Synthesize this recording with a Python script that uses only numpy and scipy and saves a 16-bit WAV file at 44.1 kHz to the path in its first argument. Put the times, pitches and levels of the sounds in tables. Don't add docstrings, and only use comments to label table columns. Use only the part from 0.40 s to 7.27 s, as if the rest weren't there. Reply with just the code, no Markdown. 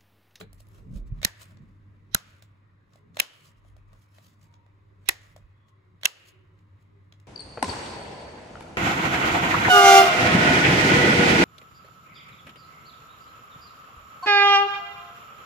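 import sys
import numpy as np
from scipy import signal
from scipy.fft import rfft, irfft, next_fast_len
from scipy.io import wavfile
from scipy.ndimage import uniform_filter1d, map_coordinates

SR = 44100
rng = np.random.default_rng(int(sys.argv[2]) if len(sys.argv) > 2 else 0)


def boost_factor(decibels):
    exponent = np.asarray(decibels, float) / 20
    return 10 ** exponent


def int16_out(signal):
    q = np.round(np.clip(np.atleast_2d(signal).T, -1, 1) * 32767)
    wavfile.write(sys.argv[1], SR, q.astype(np.int16))


N = 302967
TIME_S = np.arange(N) / SR


def unit(x):
    return x / np.sqrt(np.mean(x ** 2) + 1e-20)


def along(points, hz):
    f, v = np.transpose(points)
    return np.interp(np.log(hz + 1), np.log(f + 1), v)


def curve(points):
    s, v = np.transpose(points)
    return np.interp(TIME_S, s, v)


def wobble(rate_hz):
    knots = rng.standard_normal(int(N * rate_hz / SR) + 4)
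    return map_coordinates(knots, [np.arange(N) * rate_hz / SR])


def filtered(x, response):
    n = x.shape[-1]
    m = next_fast_len(n + 8192)
    return irfft(rfft(x, m) * response(np.fft.rfftfreq(m, 1 / SR)), m)[..., :n]


def modes(table):
    def response(f):
        total = 0
        for k, (c, w, db) in enumerate(table):
            total = total + (-1) ** k * boost_factor(db) * 1j * f * w / (c * c - f * f + 1j * f * w)
        return total
    return response


# f/Hz, correlation
LIKENESS = [(60, 1), (130, 0.77), (290, 0.93), (640, -0.32), (1400, -0.069), (4000, 0.28), (6000, .2)]


def rush(gain, patchy_db, alike=LIKENESS):
    z = signal.stft(rng.standard_normal((2, N)), nperseg=1024)[2]
    field = uniform_filter1d(rng.standard_normal(z.shape[1:]), size=4, axis=0)
    field = uniform_filter1d(field, size=12, axis=1)
    pair = signal.istft(z * boost_factor(patchy_db * unit(field)), nperseg=1024)[1][:, :N]

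    def mid_side_gain(hz):
        angle = np.arccos(np.clip(along(alike, hz), -1, 1)) / 2
        return gain(hz) * np.array([np.cos(angle), np.sin(angle)])
    mid, side = filtered(pair, mid_side_gain)
    return unit(np.array([mid + side, mid - side]))


# f/Hz, density/dB per Hz
AIR_SPECTRUM = [(65, -26.5), (110, -1), (147, -19), (248, -23.5), (318, -20.5), (361, -21.5), (780, -30.5),
                (1000, -21.5), (1430, -27.5), (1990, -24.5), (3100, -38), (7250, -57.5), (8740, -63),
                (11000, -58.5), (16000, -75)]


def room_air():
    level_db = -67 + 0.33 * wobble(1.7) + 0.87 * wobble(33)
    return boost_factor(level_db) * rush(lambda f: boost_factor(along(AIR_SPECTRUM, f)), patchy_db=2.5)


# f/Hz, width/Hz, level/dB
HUM_MODES = [(90.57, 17, -0.5), (172.9, 30, -18)]
# t/s, level/dB
HUM_LEVEL = [(0, -60), (.55, -59.5), (.684, -76), (.82, -55), (1.2, -61), (1.7, -59), (2.0, -63),
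             (2.42, -69), (2.7, -64), (2.93, -74.5), (3.286, -60.5), (3.66, -65.5), (4.0, -63.5),
             (4.76, -59.5), (5.3, -67), (5.5, -62.5), (5.9, -66), (6.264, -61)]


def mains_hum():
    phase = 2 * np.pi * 99.7 * TIME_S + .8 * wobble(9)
    line = np.sin(phase) + boost_factor(-18.0 + 0.97 * wobble(1.3)) * np.sin(3 * phase)
    buzz = rush(lambda f: modes(HUM_MODES)(f) * (f > 60), patchy_db=-1.26)
    return boost_factor(curve(HUM_LEVEL) + 5.0) * unit(buzz + 2.5 * line)


# f/Hz, width/Hz, level/dB
FAR_BANDS = [(381.1, 100, -80.5), (546, 81, -82.5), (1090, 410, -76), (1916, 280, -83.5), (3730, 600, -89)]
# t/s, length/s, f/Hz, level/dB
FAR_SWELLS = [
    (2.68, 0.082, 413, -68),
    (4.15, 0.11, 943, -67.5),
    (4.55, 0.16, 393.3, -71),
    (5.25, .1, 3410, -80),
    (5.305, 0.056, 1090, -70),
    (5.453, 0.11, 370.3, -73.5),
    (5.996, 0.17, 371.4, -70),
    (6.099, 0.19, 2985, -88),
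    (6.584, 0.096, 396, -68.5),
]


def appliance():
    noise = rng.standard_normal((2, N))

    def band(hz, width_hz):
        return unit(filtered(noise, lambda f: modes([(hz, width_hz, 0)])(f) ** 2))
    out = np.zeros((2, N))
    for hz, width_hz, db in FAR_BANDS:
        out += boost_factor(db + 0.72 * wobble(3.3)) * band(hz, width_hz)
    for s, length_s, hz, db in FAR_SWELLS:
        out += boost_factor(db) * np.exp(-((TIME_S - s) / length_s) ** 2) * band(hz, 0.073 * hz)
    return out


# t/s, level/dB
TREMOR = [(0, -61.5), (.5, -49.5), (.582, -43.5), (.726, -38.5), (.88, -44.5), (.955, -62.5),
          (1.126, -60.5), (1.7, -64), (1.9, -65), (2.45, -74), (3.04, -77), (3.286, -54), (3.55, -60),
          (3.68, -81.5), (4.0, -73), (5.03, -61), (5.3, -76.5), (6.87, -70.5)]
# t/s, level/dB
GRIP_PRESSURE = [(0, -57), (.1, -68), (.45, -59.5), (.58, -43), (.66, -55), (.8, -57), (.95, -64.5),
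                 (1.2, -63.5), (2.4, -71), (2.77, -66), (3.3, -76), (6.87, -72.5)]


def hand_on_phone():
    rumble = rush(lambda f: modes([(40, 35, 0)])(f) ** 2, patchy_db=.5, alike=[(40, .55)])
    grip = rush(lambda f: modes([(150, 150, 0)])(f) ** 3, patchy_db=3.0, alike=[(150, 0.83)])
    rumble_db = curve(TREMOR) + 1.2 * wobble(9.2)
    grip_db = curve(GRIP_PRESSURE) + 2.5 * wobble(8) + 4.5
    return boost_factor(rumble_db) * rumble + boost_factor(grip_db) * grip


# t/s, f/Hz, peak level/dB, half length/s
GRIP_BUMPS = [
    (0.564, 36.2, -23.5, 0.01),
    (0.609, 37.6, -31, 0.044),
    (0.662, 70, -44, 0.027),
    (0.726, 113.8, -24.5, 0.0081),
    (0.776, 44.95, -37.5, .04),
    (5.048, 55, -46, 0.013),
]


def bumps():
    push = np.zeros(N)
    for s, hz, db, half_s in GRIP_BUMPS:
        t = TIME_S - s
        push += boost_factor(db) * np.exp(-(t / half_s) ** 2) * np.sin(2 * np.pi * hz * t)
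    return push * np.c_[[.6, 1.3]]


# t/s, level/dB
PALM_LEVEL = [
    (0.0, -49),
    (0.022, -45.5),
    (0.096, -76),
    (0.196, -72.5),
    (0.4, -54),
    (0.518, -68),
    (0.544, -80),
    (0.62, -90),
]


def palm():
    rustle = rush(lambda f: modes([(440, 170, 0)])(f) ** 2, patchy_db=3.5)
    return boost_factor(curve(PALM_LEVEL + [(.7, -110)]) - 2.0) * rustle


# t/s, fade/s, hiss level/dB, drag level/dB
STROKES = [(.0, 0.043, -49.5, -50.5), (0.203, 0.036, -60, -82), (0.358, 0.14, -66, -65.5),
           (.568, 0.059, -60.5, -66), (0.678, 0.027, -69.5, -67), (0.791, 0.092, -85, -62.5),
           (1.018, 0.051, -50, -55), (1.12, .06, -71, -63.5), (1.3, 0.18, -93, -79.5),
           (2.033, 0.015, -63, -77), (2.55, 0.093, -79, -69), (2.76, .03, -63, -60),
           (3.049, 0.11, -61, -73.5), (3.183, 0.031, -78, -81.5), (3.282, 0.069, -71.5, -72),
           (3.385, 0.026, -87, -74), (3.532, 0.072, -82.5, -65.5), (3.621, 0.08, -68.5, -85),
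           (3.76, 0.087, -67.5, -67.5), (3.858, .12, -63.5, -72), (4.041, .07, -68, -73.5),
           (4.14, .04, -77.5, -65.5), (4.64, .05, -75, -82), (4.975, 0.014, -80.5, -66),
           (5.289, 0.031, -74, -79), (5.885, .05, -58.5, -77), (6.192, .045, -80, -88),
           (6.422, .055, -79, -81), (6.736, .018, -85, -74), (6.805, .045, -86, -89.5)]
# f/Hz, density/dB per Hz
SKIN_SPECTRUM = [(1500, -24.5), (2500, -4), (4000, -3.5), (7000, -5.5), (9000, -4.5), (11000, -10),
                 (13000, -10), (15600, -12), (16000, -46)]
# f/Hz, width/Hz, level/dB
HOLLOW_MODES = [(610, 97, 1.5), (828, 14, -9)]
LANDINGS_S = [
    .8495,
    1.7475,
    2.801,
    4.690,
    5.656,
]


def fingers():
    coarse_s = TIME_S[::64, None]
    s, fade_s, hiss_db, drag_db = np.transpose(STROKES)
    stroke = boost_factor(-28 * (np.abs(coarse_s - s) / fade_s) ** 1.4)
    late_s = coarse_s - np.array(LANDINGS_S) - 0.13
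    slide = np.clip(late_s / .03 + 1, 0, 1) * boost_factor(-68.5 * np.abs(late_s))
    touching = slide * np.clip((0.14 - late_s) / .025, 0, 1)

    def effort(stroke_db, sliding, slide_db, rest_db):
        total = stroke @ boost_factor(stroke_db) + boost_factor(slide_db) * sliding.sum(axis=1) + boost_factor(rest_db)
        return np.interp(TIME_S, TIME_S[::64], total)
    grain = boost_factor(2.2 * wobble(190) + 1.2 * wobble(35))
    hiss = unit(grain * rush(lambda f: boost_factor(along(SKIN_SPECTRUM, f)), patchy_db=-3.5))
    drag = unit(grain * rush(modes(HOLLOW_MODES + [(1130, 280, 1.0)]), patchy_db=1.5))
    return effort(hiss_db, touching, -65, -99) * hiss + effort(drag_db, slide, -64, -86) * drag


LEAD = 1536
T = (np.arange(6 * LEAD) - LEAD) / SR


def burst(t60_s, rise_s, alike, early_db=-90):
    early = np.minimum(T, 0)
    before = np.exp(early / np.c_[rise_s]) + boost_factor(early_db) * np.exp(early / .012) * np.c_[[.1, 1]]
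    after = boost_factor(-60 * np.maximum(T, 0) / t60_s)
    a, b = rng.standard_normal((2, len(T)))
    pair = np.array([a, alike * a + np.sqrt(abs(1 - alike ** 2)) * b])
    return np.where(T < 0, before, after) * pair


def peaked(x, db):
    return boost_factor(db) * x / np.abs(x).max()


def add(into, s, x):
    into[:, round(s * SR):][:, :len(T)] += x


# f/Hz, width/Hz, level/dB
PLATE_MODES = [(1910, 760, -0.5), (2430, 120, -9), (3270, 250, -10), (4060, 480, -3.5)]


def contacts(rows):
    out = np.zeros((2, N + SR))
    for s, db, top_db, plate_db, knock_db, t60_s in rows:
        def colour(f):
            treble = along([(6500, 0.11), (10000, 1.0)], f)
            return boost_factor(along(SKIN_SPECTRUM, f) + (top_db + 6.5) * treble)
        crack = filtered(burst(t60_s, [.0002, .0004], 0.12), colour)
        plate = filtered(burst(t60_s, [.0004, .001], 0.13), modes(PLATE_MODES))
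        knock = filtered(burst(0.045 * t60_s, [.0006, .0006], 0.39), modes(HOLLOW_MODES))
        add(out, s, peaked(crack, db + 0.5))
        add(out, s, peaked(plate, db + plate_db + 3.5))
        add(out, s, peaked(knock, db + knock_db + 10.0))
    return out[:, LEAD:N + LEAD]


# t/s, crack peak level/dB, top octave/dB, plate/dB
TICK_EVENTS = [(0.1306, -42, 4.5, -40), (0.2044, -41.5, 3, -33), (0.2694, -54.5, -3, -12),
               (0.2867, -54, 5, -21), (1.1717, -50, -24, -6.5), (2.0238, -40.5, -9, -7),
               (2.5346, -53, -21, -16), (2.7457, -53, -33.5, -7), (4.0144, -57, -9.5, -12),
               (4.1405, -52.5, -30, -8), (4.9394, -67, 2.5, -8), (5.2844, -62.5, -15, 0.5),
               (6.1894, -63.5, -16.5, -1), (6.7240, -47, -22, -1.5), (6.8004, -54.5, -10, -19)]


def ticks():
    return contacts([(s, db, top_db, plate_db, -20, .017) for s, db, top_db, plate_db in TICK_EVENTS])


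# t/s, crack peak level/dB,
# plate/dB, hollow knock/dB
TAP_EVENTS = [(0.012, -47, 10, 4), (0.7724, -70, 2, -3), (0.7874, -69, 10, -5), (2.5576, -52.5, -18, -5.5),
              (2.7705, -34, 4.5, -4.5), (3.2494, -70, 0.5, 10), (3.3662, -55.5, -9.5, -7),
              (3.5314, -57, -6.5, 1), (3.7844, -53, 2, -3), (4.2644, -72.5, 6.5, 8.5),
              (4.9633, -44, -9, -7.5)]


def taps():
    return contacts([(s, db, -6, plate_db, knock_db, .022) for s, db, plate_db, knock_db in TAP_EVENTS])


# t/s, crack peak level/dB, t60/s
SLIP_EVENTS = [
    (0.817, -42, 0.033),
    (0.831, -24, 0.014),
    (0.8397, -29, 0.012),
    (2.7914, -26.5, 0.035),
    (4.6593, -52, 0.046),
    (5.613, -53, 0.029),
    (5.634, -26, 0.011),
    (5.6469, -28, 0.085),
]


def spring_slips():
    return contacts([(s, db, -10.5, -0.46, -17.5, t60_s) for s, db, t60_s in SLIP_EVENTS])


# f/Hz, t60/s
ROOM_T60 = [(300, 0.93), (800, 0.36), (2100, 0.71), (5500, 0.37), (10000, 0.36), (14600, 0.25)]


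def tail():
    hz, t, z = signal.stft(rng.standard_normal((2, SR // 2)), SR, nperseg=256)
    fall = boost_factor(-60 * t / along(ROOM_T60, hz)[:, None]) + 4.0 * boost_factor(-60 * t / 0.1)
    x = signal.istft(z * fall, SR, nperseg=256)[1]
    return x / np.linalg.norm(x[0])


# f/Hz, level/dB
WALL_COLOUR = [(200, -17.5), (500, -4.5), (1000, -3.5), (2000, -4.5), (3500, -5.5), (6000, -7), (9000, -15),
               (12000, -17), (15500, -20), (16200, -39.5)]
# gain duck/dB, room answer level/dB, favoured f/Hz
AFTERMATH = [
    (9.5, -26.5, 1800),
    (11.5, -26.5, 1400),
    (8.5, -25, 3000),
    (4.5, -29.5, 1900),
    (13.5, -22.5, 2800),
]


def room(small):
    out = np.zeros((2, N + SR))
    for s, (_, db, hz) in zip(LANDINGS_S, AFTERMATH):
        def colour(f):
            return boost_factor(along(WALL_COLOUR, f) + 7.6 * np.exp(-((f - hz) / 280) ** 2))
        answer = filtered(tail(), colour)
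        n = answer.shape[1]
        answer *= np.clip(np.arange(n) / (0.0067 * SR), .05, 1)
        out[:, round((s + .010) * SR):][:, :n] += boost_factor(db + 35.5) * answer
    weak = signal.fftconvolve(np.pad(small, ((0, 0), (500, 0))), tail(), axes=1)
    return out[:, :N] + boost_factor(-9.5) * weak[:, :N]


# t/s, crack peak level/dB, top octave/dB, plate/dB, plate f/Hz
SNAP_EVENTS = [
    (0.8489, -1.5, 2.5, -7.5, 4060),
    (1.7470, 1, 5.5, -9.5, 3924),
    (2.8000, 0.5, 4, -6.5, 2440),
    (4.6884, -8, 5, -3.5, 2610),
    (4.6890, -2.5, 5, -8.5, 3840),
    (4.6912, -10, 4.5, 0.5, 2276),
    (5.6554, -1, 2, -4, 3030),
]
# f/Hz, density/dB per Hz
CRACK_SPECTRUM = [(500, -41.5), (900, -13.5), (2300, -9), (4600, -5), (5500, 1), (8000, -4.5), (11300, -8),
                  (14000, -9), (16500, -25)]
# f/Hz, width/Hz, level/dB
BOX_MODES = [(348.5, 39, 0.5), (540, 150, 0), (875, 190, -4.5)]
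HELD_S = 2.5
BOX_DB, THUMP_DB = (-25.5, -31), (-20.5, -38.5)


def snaps():
    out = np.zeros((2, N + SR))
    for s, db, top_db, plate_db, hz in SNAP_EVENTS:
        held = int(s > HELD_S)
        body_hz = AFTERMATH[np.argmin(np.abs(np.array(LANDINGS_S) - s))][-1]

        def colour(f):
            return boost_factor(along(CRACK_SPECTRUM, f) + top_db * along([(5000, -1.0), (11000, 0.96)], f))
        crack = filtered(burst(0.012, [.00015, .0006], 0.33, early_db=-33), colour)
        edge = filtered(burst(0.022, [.0002, .0018], -0.36, early_db=-26.0),
                        modes(PLATE_MODES[1:] + [(hz, 400, 4)]))
        body = filtered(burst(0.02, [.0006, .0018], -0.3, early_db=-32.5),
                        modes(PLATE_MODES[:1] + [(body_hz, 300, 4)]))
        plate = peaked(edge, 0) + np.roll(peaked(body, -1), round(0.0018 * SR), axis=1)
        box = filtered(burst(0.0047, [.0006, .0012], 1.0), modes(BOX_MODES))
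        u = np.maximum(T - np.c_[[.002, .0025]], 0)
        thump = np.sin(2 * np.pi * 110 * u) + 1.3 * np.sin(2 * np.pi * 185 * u)
        thump = thump * boost_factor(-60 * u / .06) * np.c_[[1, .6]]
        add(out, s, peaked(crack, db) + peaked(plate, db + plate_db))
        add(out, s, peaked(box, BOX_DB[held]) + peaked(thump, THUMP_DB[held]))
    return out[:, LEAD:N + LEAD]


def scene():
    background = room_air() + mains_hum() + appliance()
    handling = hand_on_phone() + bumps() + palm() + fingers()
    small = ticks() + taps() + spring_slips()
    return background + handling + small + room(small) + snaps()


def band_limit(x):
    return signal.sosfilt(signal.butter(12, 17090, fs=SR, output="sos"), x)


# f/Hz, width/Hz, level/dB
PORT_DIPS = [(9070, 380, -12), (13100, 540, -10)]


def record(dry):
    t = TIME_S - .008
    duck_db = np.zeros(N)
    for s, (db, *_) in zip(LANDINGS_S, AFTERMATH):
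        duck_db += db * (t > s) * np.exp(-(np.maximum(t - s, 0) / 0.15) ** 2)
    x = dry * boost_factor(-uniform_filter1d(duck_db, size=200))
    x = x / (1 + np.abs(x) ** 8) ** (1 / 8)

    def high(f):
        return np.clip((f - 6100) / 600, 0, 1)

    def low_path(f):
        bass_cut = (f / 22) ** 4 / (1 + (f / 22) ** 4)
        return (1 - high(f)) * bass_cut

    def high_path(f):
        lag = np.exp(1j * np.pi * np.c_[[-1, 1]] * (f - 6850) / 4330)
        top_cut = np.clip((16900 - f) / 900, 0, 1) ** 2
        port_db = sum(db * np.exp(-((f - hz) / width_hz) ** 2) for hz, width_hz, db in PORT_DIPS)
        return high(f) * lag * top_cut * boost_factor(port_db)
    mix = filtered(x, low_path) + filtered(x[0], high_path)
    return band_limit(mix)


dry = scene()
out = record(dry)
int16_out(out)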